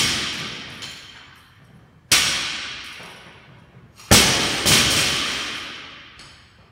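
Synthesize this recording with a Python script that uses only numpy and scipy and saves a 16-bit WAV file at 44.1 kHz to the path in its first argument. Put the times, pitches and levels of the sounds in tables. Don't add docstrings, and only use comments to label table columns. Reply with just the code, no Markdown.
import sys
import numpy as np
from scipy import signal
from scipy.fft import rfft, irfft
from scipy.io import wavfile
from scipy.ndimage import uniform_filter1d

SR = 44100
rng = np.random.default_rng(int(sys.argv[2]) if len(sys.argv) > 2 else 0)


def store_pcm(level_fs):
    pcm = np.round(np.clip(level_fs, -1, 1) * 32767).astype(np.int16)
    wavfile.write(sys.argv[1], SR, np.atleast_2d(pcm).T)


N = 295911
LEAD = SR // 4
SPOTS = 4

# start, skew between the ends, lag of the hubs and
# contact time, all in seconds; first thud, second thud and floor boom in dB; rubber tilt in dB per
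# octave; hub clash in dB; clash tilt in dB per octave.
LANDINGS = [(-.075, .02, 0.0045, .014, 16.5, 16.5, 12, -1, 22.5, 2),
            (2.1161, .011, 0.0012, 0.0065, 13.5, 6.5, 10.5, 0, 23.5, 1.48),
            (4.1136, .018, .0105, .004, 27.5, 25, 17.5, 1, 26, 3),
            (4.658, .046, .012, .015, 19.5, 22, 18, 1.5, 24.5, 2.5),
            (4.9, .06, 0.003, 0.014, 4.5, 14, 4, -2.5, 18, 3)]


def rubber_thuds():
    # frequency in Hz, level in dB.
    body = [(20, -41), (36, -20.5), (52, -5), (125, -1), (260, 0.5), (450, -4.5), (700, -8.5), (1000, -15),
            (2000, -17.5), (5000, -62.5), (15000, -110)]
    # centre in Hz, width in Hz, boost in dB.
    modes = [(70.5, 8.4, 3.2), (103.5, 14, 1.4), (138, 48, 4.8), (205, 110, 3.5), (342.4, 65, 2),
             (567, 63, 3.6)]
    graze_s, softer_s, boom_s = .0045, .007, .07
    hits = []
    for start, skew, _, contact, first_db, second_db, boom_db, tilt, _, _ in LANDINGS:
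        boom_at = start + .025 + 2.2 * skew
        hits += [(start - graze_s, first_db - 15, graze_s, tilt + 6.5),
                 (start, first_db, contact, tilt),
                 (start + skew, second_db, contact + softer_s, tilt),
                 (boom_at, boom_db, boom_s, tilt - 5)]
    return strike(hits, body, modes, per_s=4000, attack=.91)


def hub_clashes():
    # frequency in Hz, level in dB.
    body = [(40, -49.5), (200, -15), (500, -13), (950, -6.5), (1200, -3), (1500, -2), (2100, 0.5),
            (2900, 2), (3600, 0), (5600, -2.5), (7600, -10.5), (9800, -12.5), (11000, -18.5), (15500, -21)]
    # centre in Hz, width in Hz, boost in dB.
    modes = [(1150, 90, 4), (1240, 90, 5), (1509, 50, 4), (2205, 70, 3), (2440, 70, 3), (2960, 90, 4),
             (3075, 90, 6), (3170, 80, 7), (3260, 70, 4), (3490, 60, 4), (3900, 80, 4), (4290, 100, 5),
             (4735, 90, 4), (5100, 100, 4), (5358, 60, 5), (5580, 170, 9), (6060, 100, 8), (6555, 110, 7),
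             (6826, 50, 5), (7040, 120, 8), (7528, 130, 8), (8030, 130, 11), (8330, 150, 4),
             (8590, 130, 12), (9110, 150, 9), (9830, 500, 7), (10800, 200, 5), (11370, 120, 6),
             (11980, 120, 9), (13150, 350, 4), (14330, 150, 4)]
    # start in seconds, level in dB, rattle time in seconds, tilt in dB per octave.
    rattles = [(4.4, 11, 0.21, 1), (5.07, 11, .09, -0.2), (5.24, 10.5, .16, -2)]
    hits = []
    for start, skew, lag, contact, first_db, second_db, _, _, db, tilt in LANDINGS:
        rattle_s = .004 + .66 * skew
        lean_db = .17 * (first_db - second_db)
        hits += [(start, db - 12 + lean_db, contact, tilt),
                 (start + lag, db - 4 + lean_db, rattle_s, tilt + 2),
                 (start + lag + skew, db - 2.5 - lean_db, rattle_s + .019, tilt - 2)]
    return strike(hits + rattles, body, modes, per_s=6000, attack=.034)


def slab_shock():
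    # frequency in Hz, level in dB, 60 dB decay time in seconds.
    modes = [(97, -17.5, .25), (124, -9, 0.23), (214, -10, 0.48), (300, -12, 0.053), (510, -10.5, 0.063)]
    hard_db, growth = 27, 1.7
    t, out = np.arange(SR // 2) / SR, np.zeros((1, N + LEAD))
    punch = -sum(amp(db - 60 * t / t60) * np.sin(2 * np.pi * hz * t) for hz, db, t60 in modes)
    for start, _, _, _, thud_db, *_ in LANDINGS:
        add(out, start, amp(-2.5 + growth * (thud_db - hard_db)) * punch[None])
    return out[0, LEAD:]


def overhead_catch():
    # start in seconds, level in dB, rattle time in seconds, tilt in dB per octave.
    clanks = [(.821, 3.5, .0045, -.7), (.828, 6.5, .0055, -3.5), (.84, 5, .0055, -4)]
    # frequency in Hz, level in dB.
    body = [(300, -27.5), (1200, -10.5), (2500, -4), (3200, 1), (4400, -9), (5500, -1), (7000, -13.5),
            (10000, -13.5), (12000, -23.5), (15500, -23)]
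    # centre in Hz, width in Hz, boost in dB.
    modes = [(3106, 160, 8.7), (3030, 87, 2), (4050, 150, 11), (4365, 370, 13), (6500, 110, 13),
             (7100, 160, 22)]
    return strike(clanks, body, modes, per_s=2100, attack=.15)


def collar_jingles(count=4, chink_s=.011, spread_db=.5, fade_db=-7.5):
    # start in seconds, level in dB, length in seconds, tilt in dB per octave.
    jingles = [(0.326, -3.5, 0.085, -2), (0.693, -11, .11, -1.5), (0.851, -13, .13, 7),
               (1.352, -19, 0.052, 6), (1.642, -26.5, 0.01, -0.5), (1.747, -33, 0.025, 2.5),
               (2.657, -22, .12, -0.5), (2.84, -8.5, .14, 3.5), (3.03, -11, .15, 2),
               (3.585, -28, .02, -3.5), (5.548, -11, .06, 2.5), (6.308, -35.5, .05, 12)]
    # frequency in Hz, level in dB.
    body = [(500, -51.5), (3000, -5.5), (5600, 0.5), (7200, -10.5), (10000, -9.5), (11800, -21),
            (15500, -21)]
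    # centre in Hz, width in Hz, boost in dB.
    modes = [(5640, 260, 10), (8230, 260, 13), (9950, 480, 18), (10800, 280, 9), (13100, 330, 23),
             (14200, 330, 16)]
    chinks, order = [], np.arange(count)
    for start, db, length, tilt in jingles:
        progress = (order + rng.uniform(-.5, .5, count) * (order > 0)) / count
        shares = unit(amp(fade_db * progress + spread_db * rng.standard_normal(count)))
        for at, share in zip(start + length * progress, shares):
            chinks.append((at, db + 20 * np.log10(share), chink_s, tilt))
    return strike(chinks, body, modes, per_s=760, attack=.1, vary=.27)


def pickup_clinks():
    # start in seconds, level in dB, rattle time in seconds, tilt in dB per octave.
    clinks = [(6.181, -14, .006, -6), (6.193, -5, .008, -2.5), (6.21, -6.5, .04, -2)]
    # frequency in Hz, level in dB.
    body = [(300, -10.5), (2000, -5.5), (3400, -5.5), (5000, -9), (6000, -11), (7400, -19), (8600, -23.5),
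            (10200, -16.5), (11300, -23.5), (15500, -33.5)]
    # centre in Hz, width in Hz, boost in dB.
    modes = [(3133, 300, 7), (4500, 700, 11), (5250, 420, 13), (6670, 650, 12), (8020, 500, 22),
             (9550, 800, 15), (10620, 450, 9), (13300, 500, 7)]
    return strike(clinks, body, modes, per_s=1900, attack=.52)


def sleeve_spin(start_s=3.88, peak_s=3.99, end_s=4.12):
    # frequency in Hz, level in dB.
    body = [(300, -11), (1000, 5.5), (2500, 0.5), (4000, -2.5), (5500, -10), (7000, -11), (9000, -20.5),
            (10500, -11), (11800, -19.5), (15500, -21.5)]
    # centre in Hz, width in Hz, boost in dB.
    modes = [(1200, 250, 7), (2130, 150, 5), (2433, 160, 11), (2740, 170, 11), (3100, 280, 9),
             (3850, 200, 7), (4280, 220, 15), (4720, 220, 13), (5150, 200, 15), (5620, 260, 19),
             (6000, 200, 9), (6560, 240, 17), (7050, 240, 14), (7530, 200, 10), (8210, 300, 21),
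             (8560, 170, 14), (9130, 200, 11), (9900, 600, 12), (10820, 230, 13), (13050, 480, 19),
             (14180, 400, 12), (15050, 300, 12)]
    rise_db_per_s, fall_db_per_s = 379.5, 100
    t, out = np.arange(start_s, end_s, 1 / SR) - peak_s, np.zeros((SPOTS, N + LEAD))
    swell = amp(-34.5 + np.minimum(rise_db_per_s * t, -fall_db_per_s * t))
    chatter = contacts((SPOTS, SR), per_s=770)
    whirr = signal.fftconvolve(chatter, ring(body, modes)[None], axes=1)[:, :len(t)]
    add(out, start_s, whirr / whirr.sum(0).std() * swell)
    return out


def footfalls(stamp_s=.019, sole_tilt=-1.5):
    # start in seconds, board thump in dB, sole slap in dB, contact time in seconds.
    steps = [(.38, 0.5, -24.5, .06), (.68, -4.5, -16, 0.046), (1.15, -24, -5.5, .027),
             (1.59, -12, -25, 0.052), (1.7, -10, -32.5, .08), (1.79, -15.5, -18.5, .04),
             (2.995, -2, -16.5, .016), (3.26, -10.5, -14, .04), (3.47, -8.5, -21, .06),
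             (3.72, -7.5, -17.5, 0.062), (6.2, -20.5, -12.5, 0.038), (6.585, -11.5, -28, 0.025)]
    # frequency in Hz, level in dB.
    board = [(30, -35), (130, 5), (300, -0.5), (600, 3.5), (1300, -1.5), (2200, -10.5), (4000, -63.5),
             (8000, -32.5), (15000, -44)]
    sole = [(150, -30), (700, -8), (950, 1.5), (1800, 0), (3000, -9), (6000, -17), (15000, -38)]
    # centre in Hz, width in Hz, boost in dB.
    board_modes = [(165, 110, 4), (390, 120, 3), (1000, 300, 2)]
    sole_modes = [(1050, 160, 3), (1530, 160, 2), (1780, 200, 4.6)]
    thumps = [(start, db, contact, -2.5 * np.log2(contact / stamp_s)) for start, db, _, contact in steps]
    slaps = [(start, db, contact, sole_tilt) for start, _, db, contact in steps]
    return (strike(thumps, board, board_modes, per_s=500, attack=.16)
            + strike(slaps, sole, sole_modes, per_s=1700, attack=.2))


def near_field(x, direct_db, early_db, early_t60):
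    t = np.arange(SR // 2) / SR
    early = contacts((SPOTS, len(t)), per_s=4000) * amp(-60 * t / early_t60) * (t > .002)
    response = amp(early_db) * unit(early) * np.sqrt(SPOTS)
    response[:, 0] += amp(direct_db)
    return signal.fftconvolve(x, response, axes=1).sum(0)[LEAD:LEAD + N]


def hall_tail(x, build_s=.0031):
    # frequency in Hz, 60 dB decay time in seconds.
    decay_times = [(50, 4.1), (120, 0.32), (260, 3.09), (700, 2.83), (1500, 3.43), (3000, 2.6),
                   (5000, 1.765), (7500, 1.15), (10000, 0.9), (14000, 0.67)]
    t = np.arange(SR * 3) / SR
    hz, at, noise = signal.stft(rng.standard_normal((SPOTS, len(t))), SR, nperseg=512)
    decay = amp(-60 * at / curve(decay_times, hz)[:, None])
    tail = signal.istft(noise * decay, SR, nperseg=512)[1][:, :len(t)]
    response = tail * (1 - np.exp(-t / build_s)) / np.sqrt(SR / 6)
    return signal.fftconvolve(x, response, axes=1).sum(0)[LEAD:LEAD + N]


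def ventilation(level_db=-53.5):
    # frequency in Hz, level in dB.
    tone = [(20, -24.5), (45, -3.5), (80, 5.5), (140, 5), (300, -16.5), (600, -25.5), (1500, -39.5),
            (4000, -24), (8000, -32.5), (15000, -38.5)]
    gain = amp(curve(tone, np.fft.rfftfreq(N, 1 / SR)))
    rush = irfft(rfft(rng.standard_normal(N)) * gain, N)
    return amp(level_db) * rush / rush.std()


def strike(hits, body, modes, per_s, attack, vary=.14, size=16384):
    t, out = np.arange(size) / SR, np.zeros((SPOTS, N + LEAD))
    for k, (start, db, rattle_s, tilt) in enumerate(hits):
        chatter = unit(contacts(size, per_s) * np.exp(-(t / rattle_s) ** 2 / 2))
        spot = rng.integers(0, SPOTS, size)
        force = chatter * (spot == np.arange(SPOTS)[:, None])
        force[k % SPOTS, 0] -= attack
        struck = [(hz, width, boost * (1 + vary * rng.uniform(-1.9, 1))) for hz, width, boost in modes]
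        sound = signal.fftconvolve(force, ring(body, struck, tilt)[None], axes=1)
        add(out, start, amp(db) * unit(sound))
    return out


def ring(body, modes, tilt=0, size=8192):
    hz = abs(np.fft.fftfreq(size, 1 / SR))
    peaks_db = sum(db * .5 ** ((2 * (hz - centre) / width) ** 2) for centre, width, db in modes)
    octaves = np.log2(np.clip(hz, 55, 16000))
    log_gain = np.log(amp(curve(body, hz) + tilt * octaves + peaks_db))
    minimum_phase = np.exp(np.conj(signal.hilbert(log_gain)))
    return unit(np.fft.ifft(minimum_phase).real[:size // 2])


def contacts(shape, per_s):
    return rng.standard_normal(shape) * (rng.random(shape) < per_s / SR)


def amp(db):
    return 10 ** (np.asarray(db) / 20)


def unit(x):
    return x / (np.linalg.norm(x) + 1e-20)


def curve(points, hz):
    point_hz, values = np.transpose(points)
    return np.interp(np.log(hz + 1), np.log(point_hz + 1), values)


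def add(tracks, start_s, sound):
    part = tracks[:, max(round(start_s * SR) + LEAD, 0):][:, :sound.shape[1]]
    part += sound[:, :part.shape[1]]


def suppress_noise(x, depth_db, margin_db):
    hz, _, bands = signal.stft(x, SR, nperseg=1024, noverlap=768)
    power = uniform_filter1d(abs(bands) ** 2, size=9, axis=-1)
    power = uniform_filter1d(power, size=3, axis=-2)
    floor = np.percentile(power, 12, axis=-1, keepdims=True) * amp(margin_db) ** 2
    spare_bass = np.clip(hz / 600, 0, 1)[:, None]
    cut_db = depth_db * floor / (floor + abs(power) + 1e-30) * spare_bass
    return signal.istft(bands / amp(cut_db), SR, nperseg=1024, noverlap=768)[1][:, :N]


def scene():
    thuds = rubber_thuds()
    clashes = hub_clashes()
    catch = overhead_catch()
    fittings = collar_jingles() + pickup_clinks() + sleeve_spin()
    shoes = footfalls()
    mix = near_field(thuds, direct_db=-15, early_db=-11, early_t60=.27)
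    mix += near_field(clashes, direct_db=-5.5, early_db=-7.5, early_t60=.2)
    mix += near_field(catch, direct_db=-11.5, early_db=-11.5, early_t60=.72)
    mix += near_field(fittings + shoes, direct_db=-7, early_db=-8.5, early_t60=.97)
    send = amp(-10) * thuds + amp(-1.5) * clashes + amp(-9) * catch + amp(-4.5) * fittings
    mix += hall_tail(send + amp(-1) * shoes)
    return (mix + slab_shock() + ventilation())[None]


def record(dry):
    low_cut_hz, high_cut_hz, ceiling = 42, 15800, .76
    x = suppress_noise(dry, depth_db=9, margin_db=4.5)
    x = signal.sosfilt(signal.butter(3, low_cut_hz, "highpass", fs=SR, output="sos"), x)
    rounded = x / (1 + (x / ceiling) ** 6) ** (1 / 6)
    lowpass = signal.firwin(511, high_cut_hz, window=("kaiser", 8), fs=SR)
    return signal.oaconvolve(rounded, lowpass[None], "same")


dry = scene()
out = record(dry)
store_pcm(out)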